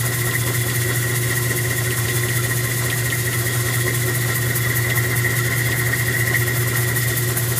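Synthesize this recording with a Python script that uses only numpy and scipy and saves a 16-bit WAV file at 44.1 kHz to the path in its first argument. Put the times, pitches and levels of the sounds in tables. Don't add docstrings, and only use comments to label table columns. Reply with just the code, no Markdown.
import sys
import numpy as np
from scipy import signal
from scipy.fft import rfft, irfft, next_fast_len
from scipy.io import wavfile
from scipy.ndimage import map_coordinates

SR = 44100
rng = np.random.default_rng(int(sys.argv[2]) if len(sys.argv) > 2 else 0)


def output_pcm(signal):
    pcm = np.clip(np.atleast_2d(signal).T, -1, 1) * 32767
    wavfile.write(sys.argv[1], SR, np.round(pcm).astype(np.int16))


N = 334719

MAINS_HZ, BELT_HZ, BLADE_HZ = 59.99, 4.97, 14.602


def amp(db):
    return 10 ** (np.asarray(db) / 20)


def unit(x):
    return x / np.sqrt(np.mean(x ** 2) + 1e-20)


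def noise():
    return rng.standard_normal(N)


def wobble(rate):
    knots = rng.standard_normal(int(N * rate / SR) + 4)
    return map_coordinates(knots, [np.arange(N) * rate / SR])


def swing(cycles, peak_at):
    return np.cos(2 * np.pi * (cycles - peak_at))


def swells(rows, width_s):
    t = np.arange(N) / SR
    return sum(db * np.clip(1 - ((t - s) / width_s) ** 2, 0, 1) for s, db in rows)


def filtered(x, response):
    size = next_fast_len(N + SR // 2)
    return irfft(rfft(x, size) * response(np.fft.rfftfreq(size, 1 / SR)), size)[:N]


def coloured(x, points):
    f, db = np.transpose(points)
    return unit(filtered(x, lambda hz: amp(np.interp(np.log(hz + 1), np.log(f), db))))


def resonances(modes):
    return lambda hz: sum(
        (-1) ** k * amp(db) * 1j * hz * width / (pitch ** 2 - hz ** 2 + 1j * hz * width)
        for k, (pitch, width, db) in enumerate(modes))


def heard(at_motor, pulley, hood):
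    # time_s, near_pulley (0-1), near_hood (0-1)
    mic_path = [(0, 0, 0.3), (.8, 0.03, 0.04), (3.9, 0.01, 0), (4.6, 0.8, 0.5), (5.4, 0.88, 0),
                (6.2, 0.82, 0.07), (7, 0.43, 0.58), (7.59, 0, 1)]
    time_s, near_pulley, near_hood = np.transpose(mic_path)
    return np.interp(np.arange(N) / SR, time_s, at_motor + pulley * near_pulley + hood * near_hood)


def tugs(laps, width_s=0.0095):
    # lap_share, hum_db, grind_db
    stiff_spots = [(.06, 4.5, 3), (.31, 3, 4.5), (.51, 1.3, 1.7), (.785, -1, 6.6), (.9, 4.5, 5)]
    load_db = press_db = 0
    for at, hum_db, grind_db in stiff_spots:
        away_s = ((laps - at + .5) % 1 - .5) / BELT_HZ
        tug = np.exp(-.5 * (away_s / width_s) ** 2)
        load_db += hum_db * tug
        press_db += grind_db * tug
    return load_db - load_db.mean(), press_db - press_db.mean()


def hum(clock, sway=0.11, overtone_db=-24.5):
    load_db, _ = tugs(clock * BELT_HZ)
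    phase = 2 * np.pi * 2 * MAINS_HZ * clock + sway * load_db
    tone = np.sin(phase) + amp(overtone_db) * np.sin(3 * phase)
    throb = unit(amp(load_db + 0.23 * wobble(4.4)) * tone)
    return filtered(throb, lambda hz: 1 / (1 + (hz / 600) ** 4))


def whine(turns, slots=36, drift_rad=1.5, flutter_db=6.0):
    phase = 2 * np.pi * 2 * slots * turns + drift_rad * wobble(35)
    return unit(amp(flutter_db * wobble(25.05)) * np.sin(phase))


def flap(laps):
    return 0.85 * swing(laps, peak_at=.52)


def bite(turns, start=0.77, rise=.2, depth_db=8.5):
    since = (turns - start) % 1
    return depth_db * (np.minimum(since / rise, (1 - since) / (1 - rise)) - .5)


def belt(laps, turns, slip=0.89, frame_db=-2):
    # freq_hz, level_db
    rumble_spectrum = [(20, -26), (35, -22), (50, -16.5), (75, -1.5), (100, 2), (150, 0), (180, -6),
                       (240, -8.5), (420, -9), (560, -19.5), (900, -28), (2000, -44)]
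    # pitch_hz, width_hz, level_db
    frame_modes = [(272.8, 6, -5.5), (358, 10.3, 7.5), (372.5, 20.6, -3), (456.5, 19.5, -6.5),
                   (541.6, 31, -12)]
    # time_s, boost_db
    booms = [(.48, 5), (.9, 4.5), (1.54, 4.5), (2.145, 3.5), (3.89, 5), (4.07, 4)]
    size = 2048
    bumps = irfft(np.exp(2j * np.pi * rng.random(size // 2 + 1)))
    creep = 0.0016 * wobble(7)
    track = unit(map_coordinates(bumps, [(laps + creep) % 1 * size], mode="grid-wrap"))
    shake = (track + noise()) * amp(0.61 * wobble(8.2) - 0.22 * bite(turns))
    frame = filtered(shake, resonances(frame_modes))
    frame *= amp(1.85 * flap(laps) + swells(booms, width_s=0.054))
    rumble = coloured((track + slip * noise()) * amp(flap(laps)), rumble_spectrum)
    return rumble + amp(frame_db) * unit(frame)


def rattle(turns, laps, uneven_db=3.5, buzz_db=-3):
    # pitch_hz, width_hz, level_db
    panel_modes = [(682, 100, -3), (1059, 87, -2.5), (1188, 51, -6), (1362, 43, 2), (1486, 76, -1),
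                   (1662, 72, -2)]
    # time_s, boost_db
    jolts = [(1.983, 5), (3.873, 7.5), (5.263, 1), (6.572, 4), (7.372, 5.5)]
    shake_db = 1.06 * flap(laps) + 0.2 * bite(turns) + 0.95 * wobble(40) + swells(jolts, width_s=0.011)
    spurts = lambda: unit(noise() * amp(shake_db + uneven_db * wobble(45)))
    alone = unit(sum(filtered(spurts(), resonances([mode])) for mode in panel_modes))
    together = unit(filtered(spurts(), resonances(panel_modes)))
    return unit(filtered(alone + amp(buzz_db) * together, lambda hz: 1 / (1 + (hz / 2100) ** 8)))


def blows(beats, level_db, jitter_s):
    at = np.flatnonzero(np.diff(np.floor(beats)) > 0)
    late = np.round(jitter_s * SR * rng.standard_normal(len(at))).astype(int)
    return unit(np.bincount(np.clip(at + late, 0, N - 1), amp(level_db[at]), N))


def blade(turns, laps, rub_db=2.5, uneven_db=3.5, skirt_hz=295):
    # pitch_hz, width_hz, level_db
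    disc_modes = [(1853, 61, -17), (1896.4, 56.6, 0), (2004, 50, -2), (2066, 82, -6)]
    # time_s, boost_db
    catches = [(.355, 7), (3.135, 3), (3.338, 5), (5.258, 4.5), (6.356, 7), (7.058, 6)]
    force_db = bite(turns) + flap(laps) + .5 * wobble(14) + swells(catches, width_s=0.019)
    knocks = blows(5 * turns + .3, force_db + uneven_db * wobble(70), jitter_s=0.000798)
    rub = unit(noise() * amp(force_db))
    ring = filtered(knocks + amp(rub_db) * rub, resonances(disc_modes))
    return unit(filtered(ring, lambda hz: 1 / (1 + ((hz - 1950) / skirt_hz) ** 4)))


def whirr(turns, hood_db=-7.0):
    # freq_hz, level_db
    air_spectrum = [(300, 1), (800, -11), (2000, -0.5), (3500, 1), (4500, 1), (6000, -1), (7000, 2.5),
                    (9000, -0.5), (12000, -13), (15000, -4.5)]
    # pitch_hz, width_hz, level_db
    hood_modes = [(2700, 33, -12), (3385, 88, 9.5), (3690, 114, -4.5), (4904, 89, 6.5), (6340, 97, -29),
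                  (6890, 49, 4)]
    air = noise() * amp(0.31 * bite(turns + 0.13) + 0.9 * wobble(30))
    hood = unit(filtered(air * amp(1.4 * wobble(20)), resonances(hood_modes)))
    return coloured(air, air_spectrum) + amp(hood_db) * hood


def grinding(turns, laps, grit_db=1.2, top_hz=11200, brighten=0.24):
    # freq_hz, level_db
    grit_spectrum = [(2500, -29), (5900, -10), (6600, -3.5), (7900, -4.5), (9200, -1), (9900, 2),
                     (11300, 0.5), (12600, 0), (13500, -1), (15300, -4.5)]
    top_db = heard(-1.3, pulley=3.9, hood=4)
    tug_db = heard(0.56, pulley=0.57, hood=.72) * tugs(laps)[1]
    press_db = tug_db + 2.5 * swing(turns, peak_at=1)
    hiss = coloured(noise() * amp(press_db + 0.3 * wobble(25) + grit_db * wobble(1500)), grit_spectrum)
    top = filtered(hiss, lambda hz: 1 / (1 + (top_hz / (hz + 1)) ** 12))
    bright_db = top_db + brighten * tug_db
    return (hiss + (amp(bright_db) - 1) * top) * amp(-top_db / 2)


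def reflections(x, echo_db=-16.5, spread_s=.007, count=8):
    delays = [spread_s * SR * rng.uniform(0.1496, 1) + 3 * wobble(1.2) for _ in range(count)]
    oversampled = signal.resample_poly(x, 2, 1)
    echoes = sum(np.interp(2 * (np.arange(N) - delay), np.arange(2 * N), oversampled) for delay in delays)
    return (x + amp(echo_db) * echoes) / np.sqrt(1 + count * amp(echo_db) ** 2)


def ticks(centre_hz=3040, width_hz=1600, t60_s=.07):
    # start_s, level_db
    flicks = [(0.3107, -23), (0.6993, -25.5), (1.9046, -24), (2.0834, -19.5), (2.2847, -22), (2.9, -17),
              (3.1014, -20.5), (3.33, -25), (4.8993, -20), (5.7169, -24), (6.3355, -28)]
    t = np.arange(N) / SR
    envelope = sum((t >= s) * amp(db - 60 * np.abs(t - s) / t60_s) for s, db in flicks)
    pulley = resonances([(centre_hz, width_hz, 0)])
    return envelope * unit(filtered(noise(), lambda hz: pulley(hz) ** 2))


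def scene(audio_skip_at_s=2.05, audio_skip_s=.023):
    t = np.arange(N) / SR
    clock = t + audio_skip_s * (t > audio_skip_at_s)
    laps, turns = clock * BELT_HZ, clock * BLADE_HZ
    motor = amp(heard(-23.5, pulley=0.6, hood=1)) * hum(clock)
    motor += amp(heard(-45.5, pulley=-7, hood=-5)) * whine(turns)
    drive = amp(heard(-31, pulley=1.4, hood=-0.1)) * belt(laps, turns)
    drive += amp(-3.0) * ticks()
    metal = amp(heard(-36, pulley=2, hood=0.3)) * rattle(turns, laps)
    metal += amp(heard(-28, pulley=5, hood=-4.5)) * blade(turns, laps)
    rush = amp(heard(-30.5, pulley=-0.83, hood=.5)) * whirr(turns)
    rush += amp(heard(-27, pulley=-1.7, hood=1.9)) * grinding(turns, laps)
    return (motor + drive + metal + reflections(rush))[None]


def record(dry, low_hz=36, top_hz=15380):
    return filtered(dry[0], lambda hz: (hz < top_hz) / (1 + (low_hz / (hz + 1)) ** 6))[None]


dry = scene()
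out = record(dry)
output_pcm(out)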